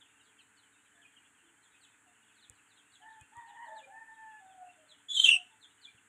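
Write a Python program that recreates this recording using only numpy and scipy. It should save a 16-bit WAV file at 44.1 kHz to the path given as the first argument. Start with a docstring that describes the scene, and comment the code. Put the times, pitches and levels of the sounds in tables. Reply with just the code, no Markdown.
"""Young chicks peep softly in a brick shed: falling glides of near-sine tone, blurred by echoes.
One close to the microphone lets out a sharp, rough squeak: a steady and a warbling tone beating together.
A rooster crows far off (two harmonics, then short falling end notes); other fowl call over hum and hiss.
Fingers tick on the hand-held recorder (impulse plus damped thump); its port swallows a band near 5 kHz."""
import sys
import numpy as np
from scipy import signal
from scipy.fft import rfft, irfft
from scipy.io import wavfile
from scipy.ndimage import uniform_filter1d

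SR = 44100
rng = np.random.default_rng(int(sys.argv[2]) if len(sys.argv) > 2 else 0)


def pcm_store(signal):
    """Save signal as 16-bit PCM."""
    levels = np.round(np.clip(np.atleast_2d(signal), -1, 1) * 32767)
    wavfile.write(sys.argv[1], SR, levels.astype(np.int16).T)


N = 268128  # samples


def gain_of(db):
    """Decibels to amplitude."""
    return 10 ** (np.asarray(db) / 20)


def evened(x):
    """Scales to rms 1."""
    return x / np.sqrt(np.mean(x ** 2) + 1e-20)


def read(points, hz):
    """Interpolates (f, value) points on a log-frequency axis."""
    f, value = np.transpose(points)
    return np.interp(np.log(hz + 1), np.log(f + 1), value)


def follow(rows):
    """Sample times and every column of a curve at those times."""
    s, *columns = np.transpose(rows)
    t = np.arange(s[0], s[-1], 1 / SR)
    return t, *(np.interp(t, s, c) for c in columns)


def add(mix, start_s, sound):
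    """Mixes a sound in at a time, in place."""
    part = mix[max(round(start_s * SR), 0):][:len(sound)]
    part += sound[:len(part)]


def coloured(x, points):
    """Filters by a (Hz, dB) spectrum."""
    f = np.fft.rfftfreq(len(x), 1 / SR)
    return irfft(rfft(x) * gain_of(read(points, f)), len(x))


def wander(size, hz):
    """Smooth noise of about rms 1, Gaussian roll-off at hz."""
    padded = size + SR // 4
    f = np.fft.rfftfreq(padded, 1 / SR)
    spectrum = rfft(rng.standard_normal(padded)) * np.exp(-(f / hz) ** 2)
    return evened(irfft(spectrum))[:size]


def phase_of(hz):
    """Running phase of a pitch curve, rad."""
    return 2 * np.pi * np.cumsum(hz) / SR


def whistle(hz, harmonic_db):
    """Near-sine bird tone: three harmonics, each harmonic_db above the one before."""
    phase = phase_of(hz)
    return np.sqrt(2) * sum(gain_of(harmonic_db * k) * np.sin((k + 1) * phase) for k in range(3))


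def call(length_s, start_hz, fall, db, harmonic_db, jitter, crest):
    """Short ragged glide losing share `fall` of its pitch; crest > 1 peaks late and cuts off faster."""
    u = np.linspace(0, 1, round(length_s * SR))
    hz = start_hz * (1 - fall) ** u * (1 + jitter * wander(len(u), 270))
    swell = np.sqrt(np.sin(np.pi * u ** crest).clip(0))
    level_db = db + 2 * wander(len(u), 110)
    return gain_of(level_db) * swell * whistle(hz, harmonic_db)


# reverberation of the shed: f/Hz, t60/s
SHED_T60 = [(200, 1), (1000, 0.32), (3000, 0.31), (9000, 0.34)]


def shed(x, wet_db, early_db, spread_s):
    """Direct sound, eight reflections off floor and walls, and a tail that dies band by band."""
    size = SR // 2
    sparse = rng.random(size) < 2500 / SR  # echoes per second
    late = np.arange(size) > .008 * SR
    taps = rng.choice([-1., 1.], size) * sparse * late
    hz, t, z = signal.stft(taps, SR, nperseg=256)
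    decay = gain_of(-60 * t / read(SHED_T60, hz)[:, None])
    tail = signal.istft(z * decay, SR, nperseg=256)[1]
    echo = gain_of(wet_db) * tail / np.linalg.norm(tail)
    delays = (rng.uniform(0.1019, 1, size=8) * spread_s * SR).astype(int)
    echo[delays] += gain_of(early_db) * rng.choice([-1., 1.], len(delays)) / np.sqrt(len(delays))
    echo[0] += 1
    return signal.fftconvolve(x, echo / np.linalg.norm(echo))[:N]


# Call levels in all tables are dry, before swell, echo and port.
# cheeps, long falling glides: t/s, start f/Hz, level/dB, step per harmonic/dB
CHEEPS = [(0.217, 5480, -72, -12), (.368, 5330, -70, -8), (.545, 5420, -65, -26), (1.611, 4610, -67, -5.5),
          (1.797, 4920, -60.5, -4.5), (2.345, 4950, -67.5, -18), (2.399, 4790, -60, -24),
          (2.52, 5400, -73, -18), (2.675, 5060, -65.5, -20), (2.745, 4530, -65.5, -12),
          (2.91, 4720, -60, -8), (3.093, 4820, -69.5, -17), (3.451, 4900, -67, -6), (3.64, 4820, -69, -2),
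          (3.743, 4790, -57.5, -9), (4.875, 4580, -55.5, -15.5), (5.598, 4595, -55, -15),
          (5.807, 4765, -51, -18)]
CHEEP_S, CHEEP_FALL = .06, .32  # fall: share of pitch lost
# pips, short soft contact notes: t/s, start f/Hz, level/dB
PIPS = [(.003, 3830, -59.5), (.04, 3300, -65.5), (.189, 3336, -64), (.381, 3365, -58), (.617, 3675, -67.5),
        (1.009, 3600, -65), (1.157, 3420, -60.5), (1.475, 3480, -70), (2.275, 3640, -67.5),
        (2.57, 3200, -72), (2.751, 3320, -75), (3.01, 3440, -63.5), (3.78, 3260, -62), (5.961, 3295, -63)]
PIP_S, PIP_FALL = .031, .21
# toots, level low whistles of resting chicks: t/s, start f/Hz, level/dB
TOOTS = [(1.036, 2526, -62), (1.728, 2595, -62), (2.21, 2880, -70), (3.195, 2550, -65), (3.82, 2445, -61.5),
         (4.681, 2760, -60), (5.866, 2398, -59.5)]
TOOT_S, TOOT_FALL = 0.033, 0.025


def chicks():
    """Nearer chicks: cheeps, pips and toots, blurred by echoes off floor and walls."""
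    out = np.zeros(N)
    for s, hz, db, harmonic_db in CHEEPS:
        add(out, s, call(CHEEP_S, hz, CHEEP_FALL, db, harmonic_db, jitter=0.025, crest=2.28))
    for s, hz, db in PIPS:
        add(out, s, call(PIP_S, hz, PIP_FALL, db, harmonic_db=-27, jitter=0.033, crest=1.9))
    for s, hz, db in TOOTS:
        add(out, s, call(TOOT_S, hz, TOOT_FALL, db, harmonic_db=-22, jitter=0.013, crest=1.9))
    return shed(out, wet_db=-4.5, early_db=-1, spread_s=.014)


# steady side's pitch, dropping by two sudden steps: t/s, f/Hz
REGISTERS = [(5.083, 3440), (5.169, 3136), (5.255, 2730)]
# steady side rings out: t/s, 1/e half length/s, boost/dB
SURGES = [(5.155, 0.0052, 7), (5.176, 0.014, 11), (5.201, 0.0046, 21.5), (5.246, 0.0063, 21),
          (5.262, 0.0054, 4.5), (5.291, 0.0062, 24)]
# base level of the syrinx sides, before surges, trim and beak: t/s, steady level/dB, warbling level/dB
SQUEAK = [(5.083, -50.5, -71), (5.11, -35, -53.5), (5.16, -38, -35), (5.24, -37.5, -31.5),
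          (5.264, -28, -23.5), (5.287, -37.5, -27.5), (5.316, -23, -23), (5.368, -33, -30.5),
          (5.375, -48, -48.5), (5.392, -46, -56.5)]
# throat and open beak: f/Hz, level/dB
BEAK = [(100, -22.5), (700, -12.5), (1500, 0.5), (2300, -7.5), (2620, 0), (4300, 0), (4750, -37),
        (5100, -28.5), (5600, -4.5), (8200, -1), (10000, -4), (13000, 5.5), (14200, -4), (15500, 8)]
BREAK_S, SLACK = 5.305, 0.344  # strain builds until the voice breaks, then only this share is left
# warbling side sinks toward the steady one
WARBLE_TOP_HZ, WARBLE_END_HZ, SINK_AT_S, SINK_S = 3900, 2846, 5.277, .042


def steady_side(t, steady_db, flutter_db=2):
    """One side of the syrinx: stepped pitch; flutter shrinks while the tone locks into a surge."""
    step_s, step_hz = np.transpose(REGISTERS)
    hz = uniform_filter1d(step_hz[np.searchsorted(step_s[1:], t)], size=400)
    surge_db = sum(boost * np.exp(-((t - s) / half) ** 2) for s, half, boost in SURGES)
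    loose = gain_of(-surge_db)
    tone = whistle(hz * (1 + 0.02 * loose * wander(len(t), 350)), -11.5)
    level_db = steady_db + surge_db + flutter_db * loose * wander(len(t), 200)
    return gain_of(level_db) * tone * signal.windows.tukey(len(t), .03)


def warbling_side(t, warbling_db, warble_hz=108, depth_hz=480, rasp_db=-16, shake_hz=140, throb_db=5):
    """Other side: strain deepens warble and shake and drives more air rasp through the open beak."""
    building = np.sqrt(((t - t[0]) / (BREAK_S - t[0])).clip(0))
    strain = uniform_filter1d(np.where(t < BREAK_S, building, SLACK), size=800)
    above_end = .5 * (1 - np.tanh((t - SINK_AT_S) / SINK_S))
    hz = WARBLE_END_HZ + (WARBLE_TOP_HZ - WARBLE_END_HZ) * above_end
    warble = np.sin(phase_of(warble_hz * (1 + .35 * wander(len(t), 90))))
    shake = shake_hz * wander(len(t), 1000)
    tone = whistle(hz + strain * (depth_hz * warble + shake), -8.5)
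    rasp = gain_of(rasp_db) * strain * rng.standard_normal(len(t))
    level_db = warbling_db - 0.5 - throb_db * warble
    return gain_of(level_db) * (tone + rasp) * signal.windows.tukey(len(t), .1)


def squeak():
    """Both sides of the syrinx sound at once, beating where they meet, through throat and beak."""
    steady, warbling = np.zeros((2, N))
    t, steady_db, warbling_db = follow(SQUEAK)
    add(steady, t[0], steady_side(t, steady_db))
    add(warbling, t[0], warbling_side(t, warbling_db))
    # wide sweeps overlap their own echoes off nearby surfaces
    both = shed(steady, wet_db=-28, early_db=-22, spread_s=.015)
    both += shed(warbling, wet_db=-18, early_db=-5, spread_s=.006)
    return coloured(both, BEAK)


def flock(per_s=40, loudest_db=-70.0):
    """Chicks on the far perches: short random falling glides with strong room echo."""
    out = np.zeros(N)
    for when, length, pitch, fall, soft in rng.random((round(per_s * N / SR), 5)):
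        hz = 2650 + 1350 * pitch ** 1.4
        cheep = call(0.017 * (1 + length), hz, 0.23 * fall, loudest_db - 7 * soft,
                     harmonic_db=-25, jitter=0.011, crest=1.0)
        add(out, when * N / SR, cheep)
    return shed(out, wet_db=-2, early_db=-6.5, spread_s=0.028)


# crow syllables: t/s, length/s, f/Hz, level/dB, octave re fundamental/dB, pitch jitter/share
CROW = [(3.004, 0.22, 900, -56.5, -1.5, 0.02), (3.314, 0.25, 943.3, -51, -7.5, 0.025),
        (3.519, 0.2397, 940.4, -52.5, -4, 0.039), (3.657, 0.17, 893.3, -51, -6.5, 0.018),
        (3.891, 0.529, 896.6, -52.5, 0, 0.0077)]
CROW_RISE_S, CROW_FALL_S, CROW_FADE_DB = 0.069, 0.03, -9.5
CROW_FLUTTER_DB, CROW_FLUTTER_HZ = 2.1, 22
DIP_AT_S, DIP_S, DIP_DB = 4.145, 0.028, -23  # held note dips briefly
SCOOP, SCOOP_S, SAG = 0.1472, .022, 0.0564  # shares of pitch: slide up at onset, sag toward the end


def rooster():
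    """Far crow, fundamental plus octave: hoarse short syllables, then a clean held note that sinks."""
    out = np.zeros(N)
    for s, length_s, top_hz, db, octave_db, jitter in CROW:
        t = np.arange(0, length_s, 1 / SR)
        hz = top_hz * (1 - SCOOP * np.exp(-t / SCOOP_S) - SAG * (t / length_s) ** 3)
        phase = phase_of(hz * (1 + jitter * wander(len(t), 220)))
        swell = np.minimum(t / CROW_RISE_S, 1) * np.minimum((length_s - t) / CROW_FALL_S, 1)
        fade_db = CROW_FADE_DB * (t / length_s) ** 3
        flutter_db = CROW_FLUTTER_DB * wander(len(t), CROW_FLUTTER_HZ)
        dip_db = DIP_DB * np.exp(-((s + t - DIP_AT_S) / DIP_S) ** 2)
        tone = np.sqrt(2) * (np.sin(phase) + gain_of(octave_db) * np.sin(2 * phase))
        add(out, s, swell * gain_of(db + fade_db + flutter_db + dip_db) * tone)
    return shed(out, wet_db=-9, early_db=-4, spread_s=.04)


# distant fowl, and the last sinking notes of the crow (4.401, 4.573, 4.768 s):
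# t/s, length/s, start f/Hz, level/dB, pitch jitter/share
FAR_NOTES = [(0.255, 0.073, 449, -75, 0.043), (.936, 0.075, 707, -75, 0.015),
             (0.945, .09, 1760, -68.5, 0.037), (1.414, 0.079, 342, -73.5, 0.045),
             (2.06, 0.047, 730, -73, 0.037), (3.001, .06, 745, -66, 0.024),
             (3.351, 0.054, 1180, -63.5, 0.026), (3.471, 0.095, 832, -58.5, 0.028),
             (3.657, 0.14, 661, -59.5, 0.044), (3.812, .1, 551, -65.5, 0.033),
             (3.87, 0.091, 797, -58, 0.027), (4.401, 0.17, 772, -58.5, 0.014),
             (4.573, 0.12, 744, -53, 0.0055), (4.768, 0.14, 634, -66.5, 0.0059),
             (5.324, .1, 744, -62.5, .02), (5.499, .068, 903, -70.5, 0.021)]
FAR_NOTE_FALL = .04


def fowl_and_crow_end():
    """Short, faint, nearly level notes: distant birds and the crow's stepwise falling end."""
    out = np.zeros(N)
    for s, length_s, hz, db, jitter in FAR_NOTES:
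        add(out, s, call(length_s, hz, FAR_NOTE_FALL, db, harmonic_db=-19, jitter=jitter, crest=0.86))
    return shed(out, wet_db=-9, early_db=-4, spread_s=.04)


# finger contacts on the case, before colouring: t/s, tick impulse level/dB, thump level/dB
TOUCHES = [(2.4984, -27, -56.5), (3.212, -35, -58.5), (3.369, -39, -62.5), (5.943, -72, -65)]


def fingers(thump_hz=105, thump_decay_s=0.0079):
    """Each contact: a one-sample tick, brightened, and a dull damped thump through the case."""
    ticks, thumps, t = np.zeros(N), np.zeros(N), np.arange(SR // 6) / SR
    push = t / thump_decay_s * np.exp(1 - t / thump_decay_s)
    for s, tick_db, thump_db in TOUCHES:
        add(ticks, s, gain_of([tick_db]))
        noise = rng.standard_normal(len(t))
        knock = evened(coloured(noise, [(35, -28), (80, 9), (450, -9), (2000, -30)]))
        add(thumps, s, gain_of(thump_db) * push * .5 * (np.sin(2 * np.pi * thump_hz * t) + knock))
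    return coloured(ticks, [(4000, -20), (7000, 10.5), (15000, 0)]) + thumps


# hiss shape: f/Hz, relative level/dB per Hz
HISS = [(20, -43), (50, -17), (98, -9), (160, -11.5), (300, -4), (380, -12.5), (620, -16), (910, -6),
        (1120, -9), (1550, 0), (3300, -15), (5000, -20.5), (7300, -7.5), (16000, -15.5)]
HISS_DB = -66.4
# hum tones: f/Hz, level/dB before HUM_TRIM_DB
HUM = [(107.7, -87.5), (220.7, -91.5), (285.3, -84), (436.0, -87)]
HUM_TRIM_DB = -2


def background():
    """Even shaped-noise hiss and a faint hum of sines wavering in pitch."""
    hiss = gain_of(HISS_DB) * evened(coloured(rng.standard_normal(N), HISS))
    hum = np.zeros(N)
    for hz, db in HUM:
        hum += gain_of(db + HUM_TRIM_DB) * np.sin(phase_of(hz * (1 + .008 * wander(N, 7.6))))
    return hiss * gain_of(0.13 * wander(N, 7.4)) + np.sqrt(2) * hum


def scene():
    """Everything heard in the shed, on one channel."""
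    birds = chicks() + squeak() + flock() + rooster() + fowl_and_crow_end()
    return (birds + fingers() + background())[None]


# microphone port: f/Hz, level/dB
PORT = [(3300, 0.5), (3800, -5), (4450, -5.5), (4900, -13), (5500, -14), (6200, -8), (6900, 0.5),
        (8500, 1.5), (9400, -6), (10600, -6), (11500, -17.5), (13000, -15), (15500, -16.5)]
EDGE_HZ = 15600


def record(dry):
    """Microphone port's colour, then a low-pass band limit."""
    heard = coloured(dry[0], PORT)
    low_pass = signal.firwin(511, EDGE_HZ, window=("kaiser", 9), fs=SR)
    return signal.oaconvolve(heard, low_pass, "same")[None]


dry = scene()
out = record(dry)
pcm_store(out)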